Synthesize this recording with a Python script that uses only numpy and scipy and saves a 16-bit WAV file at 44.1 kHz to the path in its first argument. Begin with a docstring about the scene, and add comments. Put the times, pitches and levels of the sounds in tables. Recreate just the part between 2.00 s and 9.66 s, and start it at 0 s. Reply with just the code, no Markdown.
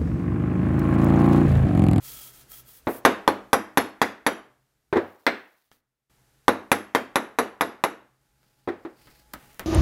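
"""A hand brushes chips off a board with a fine hiss, close to one microphone in a small, quiet workshop.
Then a mallet drives a steel chisel in two quick runs of taps: the board thumps, the edge cracks, the
blade rings thinly, and the hardest taps overload the recorder. Tools knock dully on the wood, fibres
rustle as the blade is rocked free, and the edge pares the cut with small snaps. Behind it all, faint
room tone fades in and out."""
import sys
import numpy as np
from scipy import signal
from scipy.fft import rfft, irfft, next_fast_len
from scipy.io import wavfile

SR = 44100
rng = np.random.default_rng(int(sys.argv[2]) if len(sys.argv) > 2 else 0)


def persist_wave(psi):
    """Save psi, clipped to +-1, as 16-bit WAV."""
    counts = np.round(np.clip(psi, -1, 1) * 32767).astype(np.int16)
    wavfile.write(sys.argv[1], SR, np.atleast_2d(counts).T)


N = 337795
T = np.arange(int(.8 * SR)) / SR  # time since a contact [s]

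# mallet taps, close up, and at 3.27 s a tool knocking the bench with the blade barely ringing: (time [s], level
# [dB], push [dB], brightness [dB], steel ring [dB])
MALLET_TAPS = [(1.051, 7.5, 1.5, -3, -5.5), (1.2777, 1.5, 5.5, -6, -6.5), (1.5313, 1.5, 6.5, -2.5, 3.5),
               (1.7735, 0.5, 5.5, -1.5, 4), (2.0167, -1, 3, 1, -3), (2.265, -1, 1, -1.5, 0.5),
               (3.2662, -2, -2, 5, -35), (4.4816, 1.5, 7.5, -4.5, -4), (4.717, -2, 9.5, 1, 5.5),
               (4.9497, -1.5, 2, -1.5, -3.5), (5.1577, -1, -0.5, -2.5, -0.5), (5.3874, -0.5, -1, -4, 0),
               (5.6094, -2, 1, -3, 1.5), (5.8391, -3.5, 3, -2.5, 0.5)]
# modes of the struck board and mallet: (frequency [Hz], level [dB], t60 [s])
BOARD_MODES = [(94.7, -21.5, 0.32), (134, -25.5, .1), (203, -23.5, 0.4), (260, -26.5, 0.39),
               (281.6, -14, 0.15), (312, -25, 0.43), (391, -21.5, 0.067), (472, -18.5, 0.15),
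               (560, -16, 0.051), (823.6, -17, 0.15), (1003, 7.5, 0.0096), (1140, -13, 0.061),
               (1310, -14.5, 0.067), (1523, -18.5, 0.081), (1840, -17.5, 0.02), (2110, -20.5, 0.018),
               (2396, -5, 0.017), (2540, -15, 0.012), (3420, -7.5, 0.012)]
# surfaces near the microphone: (delay [s], level [dB])
NEAR_ECHOES = [(.011, -18.5), (0.013, -26)]

def mallet():
    """Each tap is a heavy push into the board, a crack at the edge and a thin ring of the blade."""
    out = np.zeros(N)
    crack_spectrum = [(1000, -11), (2300, 12.5), (3000, -2), (3700, 1.5), (8000, -16.5), (15000, -17)]
    thump_db = -3.5
    shared_tail = aftersound(bench_db=-17, room_db=-30.5)  # the same bench and walls answer every tap
    for s, db, push_db, bright_db, ring_db in MALLET_TAPS:
        board = ring(BOARD_MODES, scatter_db=1.5, detune=.007)
        push = -amp(push_db - 11.5) * low_cut(board, hz=170)
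        crack = amp(-11) * fade(t60=.007) * hiss(crack_spectrum, size=len(T))
        tail = shared_tail + aftersound(bench_db=-15, room_db=-27.5)
        wood = push + treble_ripple(crack + tail, ripple_db=3.2)
        for delay, echo_db in NEAR_ECHOES:
            add(wood, delay, amp(echo_db) * (push + crack))
        top_db = 3 + .97 * bright_db + .28 * ring_db  # bright, ringing taps have more top treble
        tone = [(280, thump_db), (600, .001), (1150, .002),
                (1800, bright_db), (4000, bright_db), (6500, top_db)]
        add(out, s, amp(db) * colour(low_cut(wood, hz=85), tone))
        add(out, s + .00083, amp(db + ring_db - 21) * blade_ring())  # free to ring once the mallet lifts
    return out


# modes of the steel chisel: (frequency [Hz], level [dB], t60 [s])
BLADE_MODES = [(2740, -22, .08), (3790, -6, .04), (5830, -11, .04), (5960, -11, .045), (6500, -22, .04),
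               (7850, -19, .04), (8050, -22, .04), (8700, -21, .06), (11100, -4, .045), (11230, 0, .05),
               (11370, -5, .045), (11560, -12, .04), (13250, -22, .03), (14750, -23, .03)]

def blade_ring():
    """The steel rings high and briefly; reflections off the walls blur its pitches."""
    blade = rise(.002) * ring(BLADE_MODES, scatter_db=2, detune=.003)
    walls = rise(.004) * fade(t60=.26) * rng.standard_normal(len(T))
    echo = signal.fftconvolve(blade, walls / np.linalg.norm(walls))[:len(T)]
    return blade + amp(-12.5) * echo


def treble_ripple(x, ripple_db, count=75):
    """A random ripple colours each tap's treble a little differently."""
    hz = np.linspace(2800, 16000, count)
    return colour(x, [(2600, 0), *zip(hz, ripple_db * rng.standard_normal(count))])


# tools on the board: (time [s], level [dB], hardness [dB], hollow note [dB], pitch [Hz])
TOOL_KNOCKS = [(0.8705, -4.5, -0.5, -5, 279), (2.9275, -4.5, -1, 0.5, 401), (2.957, -11, 1.5, 8.5, 376.5),
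               (2.968, -5.5, 1.5, 0.5, 338.5), (6.6749, -10.5, -5, -1, 324.5), (6.686, -26, 15, 21, 349),
               (6.85, -22, 2, 4.5, 336)]
# modes of the hollow note: (multiple of the pitch, level [dB], t60 [s])
HOLLOW_MODES = [(1, -1.5, 0.11), (1.15, -6, 0.1), (2.2, -10, 0.07), (3.9, -20, 0.07), (5.1, -23, .04)]

def knocks():
    """Tools meet the board in soft, broad contacts: little treble and a hollow wooden note."""
    out = np.zeros(N)
    for s, db, hard_db, hollow_db, pitch_hz in TOOL_KNOCKS:
        board = -amp(-19) * ring(BOARD_MODES, scatter_db=4, detune=.029)
        tail = aftersound(bench_db=-13.5, room_db=-25.5)
        dull = [(140, 5.5), (240, -1.5), (400, 3), (800, 2.5), (1500, hard_db - 4), (7000, hard_db - 12)]
        wood = colour(low_cut(board + tail, hz=95), dull)
        modes = [(ratio * pitch_hz, level, t60) for ratio, level, t60 in HOLLOW_MODES]
        note = rise(.0023) * ring(modes, scatter_db=1.5, detune=.004)
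        add(out, s, amp(db) * (wood - amp(hollow_db - 8.5) * note))
    return out


# fibre snaps and ticks of the edge, and at 3.72 s a faint tick as the blade is rocked: (time [s], level [dB],
# thud [dB])
FIBRE_SNAPS = [(0.519, 3.5, -23), (3.716, -26, 7.5), (6.431, -34, 5), (7.072, -19.5, 8), (7.335, 6.5, -18),
               (7.3376, 4.5, -1.5), (7.545, -12, -8), (7.595, 8.5, -1.5)]
# the click, close up: (frequency [Hz], level [dB])
CLICK_SPECTRUM = [(80, -4), (250, -3), (700, 0.5), (1400, 5.5), (2800, -2), (6000, -10.5), (15000, -7.5)]
# modes of board and blade under a snap: (frequency [Hz], level [dB], t60 [s])
TICK_MODES = [(820, -25, 0.036), (1286, -7.5, 0.12), (1590, -28, 0.062), (2040, -10, 0.022),
              (3200, -9, .04)]

def snaps():
    """A fibre gives way with a sharp click that also jolts the board."""
    out = np.zeros(N)
    for s, db, thud_db in FIBRE_SNAPS:
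        decay = amp(-25.5) * fade(t60=.0019) + amp(-42) * fade(t60=.059)
        click = decay * hiss(CLICK_SPECTRUM, size=len(T))
        click = colour(click, [(4000, thud_db), (12000, 0)])  # a lighter contact clicks more thinly
        jolt = colour(aftersound(bench_db=-42, room_db=-50), [(100, 18.5), (300, -2), (1200, .5)])
        tick = amp(-39.5) * ring(TICK_MODES, scatter_db=2, detune=.01)
        add(out, s, amp(db) * (click + amp(thud_db) * (jolt + tick)))
    return out


# hand sweeps by the microphone: (time [s], length [s], hiss [dB], rub [dB])
HAND_SWEEPS = [(0.006, 0.27, -37, -44), (0.297, 0.11, -50, -53.5), (0.473, 0.11, -39.5, -51),
               (0.64, 0.13, -45, -56.5), (0.853, 0.11, -37.5, -56)]
# skin rubbing on wood: (frequency [Hz], level [dB])
SKIN_SPECTRUM = [(200, -35), (900, -14), (2200, -7), (4000, -2.5), (7000, -1.5), (11000, -2), (15000, -1)]
# squeaky resonances under the hand: (frequency [Hz], width [Hz], level [dB])
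SQUEAK_BANDS = [(1310, 62, 8), (3272, 130, 6.5)]

def hand():
    """Skin hisses over the grain, easing off as it goes; firmer sweeps catch in brief squeaks."""
    grain = amp(.88 * hiss([(60, 12), (400, -33), (2000, -81)]))
    fine = amp(-3.5) * hiss([(2000, -21), (7000, -22.5), (11000, -11.5), (14500, -8)])
    catching = unit(amp(3.5 * hiss([(12, 0), (30, -25), (200, -90)])))
    firm = amp(2) * hiss(SKIN_SPECTRUM) + amp(-9.5) * catching * narrow(SQUEAK_BANDS)
    out = np.zeros(N)
    for s, length, hiss_db, rub_db in HAND_SWEEPS:
        pressure = stroke(s, length, attack_s=.057, release_s=.056, db_per_s=-20)
        out += pressure * (amp(hiss_db) * fine + amp(rub_db) * firm)
    return grain * out


# paring pushes: (time [s], length [s], scrape [dB], rasp [dB])
PARING_PUSHES = [(6.355, 0.63, -76.5, -82), (6.938, .24, -61, -68), (7.323, 0.36, -59.5, -90)]
# the edge scraping through wood: (frequency [Hz], level [dB])
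SCRAPE_SPECTRUM = [(300, 6), (900, -4), (2100, 1), (3400, -3.5), (4600, -9), (5800, -9), (15000, -5)]

def paring():
    """Each push slides the edge through the fibres with a faint, uneven scrape and a narrow rasp."""
    grain = amp(2 * hiss([(30, -1.5), (300, -28), (2000, -67.5)]))
    scrape = hiss(SCRAPE_SPECTRUM)
    rasp = narrow([(4690, 1500, 0)])
    out = np.zeros(N)
    for s, length, scrape_db, rasp_db in PARING_PUSHES:
        pressure = stroke(s, length, attack_s=.082, release_s=.09)
        out += pressure * (amp(scrape_db) * scrape + amp(rasp_db) * rasp)
    return grain * out


# the blade rocking in the cut, faint even this close: (time [s], length [s], level [dB])
BLADE_ROCKS = [(2.914, 0.3, -64.5), (3.26, 0.39, -67.5), (3.7, 0.035, -65.5)]

def levering():
    """Fibres rustle finely while the blade is rocked free."""
    grain = unit(amp(3.5 * hiss([(40, 0), (900, -8), (3000, -50)])))
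    effort = sum(amp(db) * stroke(s, length, attack_s=.03, release_s=.094, db_per_s=-13)
                 for s, length, db in BLADE_ROCKS)
    rustle = hiss([(1500, -7), (4000, -3.5), (8000, -9.5), (14000, -4)])
    return effort * grain * rustle


# the bench under the board and the room around it: (frequency [Hz], level [dB])
BENCH_SPECTRUM = [(60, -22.5), (150, -28.5), (240, -0.5), (400, -4), (750, -7.5), (1200, -6), (2000, -5),
                  (2900, -23), (3700, -16), (5000, -25.5), (9500, -32), (15000, -34.5)]
ROOM_SPECTRUM = [(60, -16), (130, -16), (250, -0.5), (700, -5), (1800, -6), (2800, -14), (3500, -17),
                 (5000, -24.5), (9000, -32), (15000, -33)]
# how long each sounds on: (frequency [Hz], t60 [s])
BENCH_T60 = [(100, 0.23), (300, 0.26), (1000, 0.12), (3000, 0.1), (10000, 0.053)]
ROOM_T60 = [(100, 0.35), (400, 0.43), (1500, 0.43), (4000, 0.36), (12000, 0.22)]

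def aftersound(bench_db, room_db):
    """After a contact the bench shudders briefly and the room answers for longer."""
    bench = amp(bench_db) * rise(.0014) * wash(BENCH_SPECTRUM, BENCH_T60)
    room = amp(room_db) * rise(.0042) * wash(ROOM_SPECTRUM, ROOM_T60)
    return bench + room


# room tone faded up: (time [s], length [s], starting level [dB], drift [dB/s], whine [dB])
ROOM_STRETCHES = [(0, 3, -51, -8, -95), (4.095, 2.5, -62, -4.5, -82.5), (6.207, 1.3, -78.5, 17.5, -89.5)]
# workshop air at the microphone: (frequency [Hz], level [dB])
AIR_SPECTRUM = [(15, -42.5), (25, -8), (64, 0), (87, -18.5), (127, -1.5), (161, -10.5), (439, -14.5),
                (818, -18), (1190, -19.5), (1480, -17.5), (2480, -22.5), (14400, -26.5), (16000, -34)]
# workshop hum: (frequency [Hz], width [Hz], level [dB])
HUM_BANDS = [(61.5, 1.4, -1), (128, 14, -0.5)]

def room_tone():
    """Faint air, hum and a thin whine drift in level together through each stretch."""
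    whine_hz = 838
    air = amp(-4) * hiss(AIR_SPECTRUM) + amp(-9.5) * narrow(HUM_BANDS)
    flutter = hiss([(8, 0), (25, -20), (100, -90)])
    whine = unit(np.sin(2 * np.pi * whine_hz * np.arange(N) / SR + flutter))
    out = amp(-82.5) * air  # between stretches the background is faded almost to silence
    for s, length, db, drift, whine_db in ROOM_STRETCHES:
        fader = stroke(s, length, attack_s=.005, release_s=.073, db_per_s=drift)
        out += fader * (amp(db) * air + amp(whine_db) * whine)
    return out


def ring(modes, scatter_db, detune):
    """Damped modes, a little different at every blow."""
    out = np.zeros(len(T))
    for hz, db, t60 in modes:
        gain = amp(db + scatter_db * rng.normal())
        pitch_hz = hz * (1 + detune * rng.normal())
        out += gain * fade(t60) * np.sin(2 * np.pi * pitch_hz * T)
    return out


def wash(spectrum, t60s):
    """Countless overlapping modes, each frequency dying at its own speed."""
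    hz, t, bands = signal.stft(hiss(spectrum, size=len(T)), SR, nperseg=256)
    decay = 1000. ** (-t / along(t60s, hz)[:, None])
    return signal.istft(bands * decay, SR, nperseg=256)[1][:len(T)]


def noise(gain, size):
    """Noise of rms 1, shaped by a gain over frequency."""
    padded = next_fast_len(size)
    spectrum = rfft(rng.standard_normal(padded)) * gain(np.fft.rfftfreq(padded, 1 / SR))
    return unit(irfft(spectrum, padded)[:size])


def hiss(spectrum, size=N):
    """Noise of rms 1 with a (Hz, dB) spectral shape."""
    return noise(lambda hz: amp(along(spectrum, hz)), size)


def narrow(peaks):
    """Noise in a few narrow resonances."""
    return noise(lambda hz: sum(amp(db) / (1 + ((hz - centre) / width * 2) ** 2)
                                for centre, width, db in peaks), N)


def colour(x, points, size=65536):
    """Causal filter with a (Hz, dB) response."""
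    gain = amp(along(points, np.fft.rfftfreq(size, 1 / SR)))
    cepstrum = irfft(np.log(gain))
    cepstrum[1:size // 2] *= 2  # fold to minimum phase
    cepstrum[size // 2 + 1:] = 0
    return irfft(rfft(x, size) * np.exp(rfft(cepstrum)))[:len(x)]


def low_cut(x, hz):
    """A small board radiates hardly any deep bass."""
    return signal.sosfilt(signal.butter(2, hz, "high", fs=SR, output="sos"), x)


def stroke(start, length, attack_s, release_s, db_per_s=0):
    """Smooth attack, a hold that drifts in level, then a smooth release."""
    t = np.arange(N) / SR - start
    contact = np.clip(np.minimum(t / attack_s, 1 - (t - length) / release_s), 0, 1)
    return np.sin(np.pi / 2 * contact) ** 2 * amp(db_per_s * np.clip(t, 0, length))


def fade(t60):
    """Decay by 60 dB in t60 seconds."""
    return 1000. ** (-T / t60)


def rise(seconds):
    """Soft onset."""
    return 1 - np.exp(-T / seconds)


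def amp(db):
    """Decibels to gain."""
    return 10 ** (np.asarray(db) / 20)


def unit(x):
    """Scale to rms 1."""
    return x / np.sqrt(np.mean(x ** 2) + 1e-20)


def along(points, hz):
    """Interpolate (Hz, value) points on a log frequency axis."""
    point_hz, values = np.transpose(points)
    return np.interp(np.log(hz + 1), np.log(point_hz + 1), values)


def add(track, s, sound):
    """Mix a sound into the track at s seconds."""
    part = track[round(s * SR):][:len(sound)]
    part += sound[:len(part)]


def scene():
    """The workshop in mono, from one microphone close to the board."""
    return (mallet() + knocks() + snaps() + hand() + levering() + paring() + room_tone())[None]


def record(dry):
    """The recorder flattens the loudest peaks and keeps nothing above its band limit."""
    ceiling, top_hz = .71, 15850
    clipped = np.clip(dry, -ceiling, ceiling)
    low_pass = signal.firwin(201, top_hz, fs=SR)
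    return signal.fftconvolve(clipped, low_pass[None], mode="same")


dry = scene()
out = record(dry)
persist_wave(out)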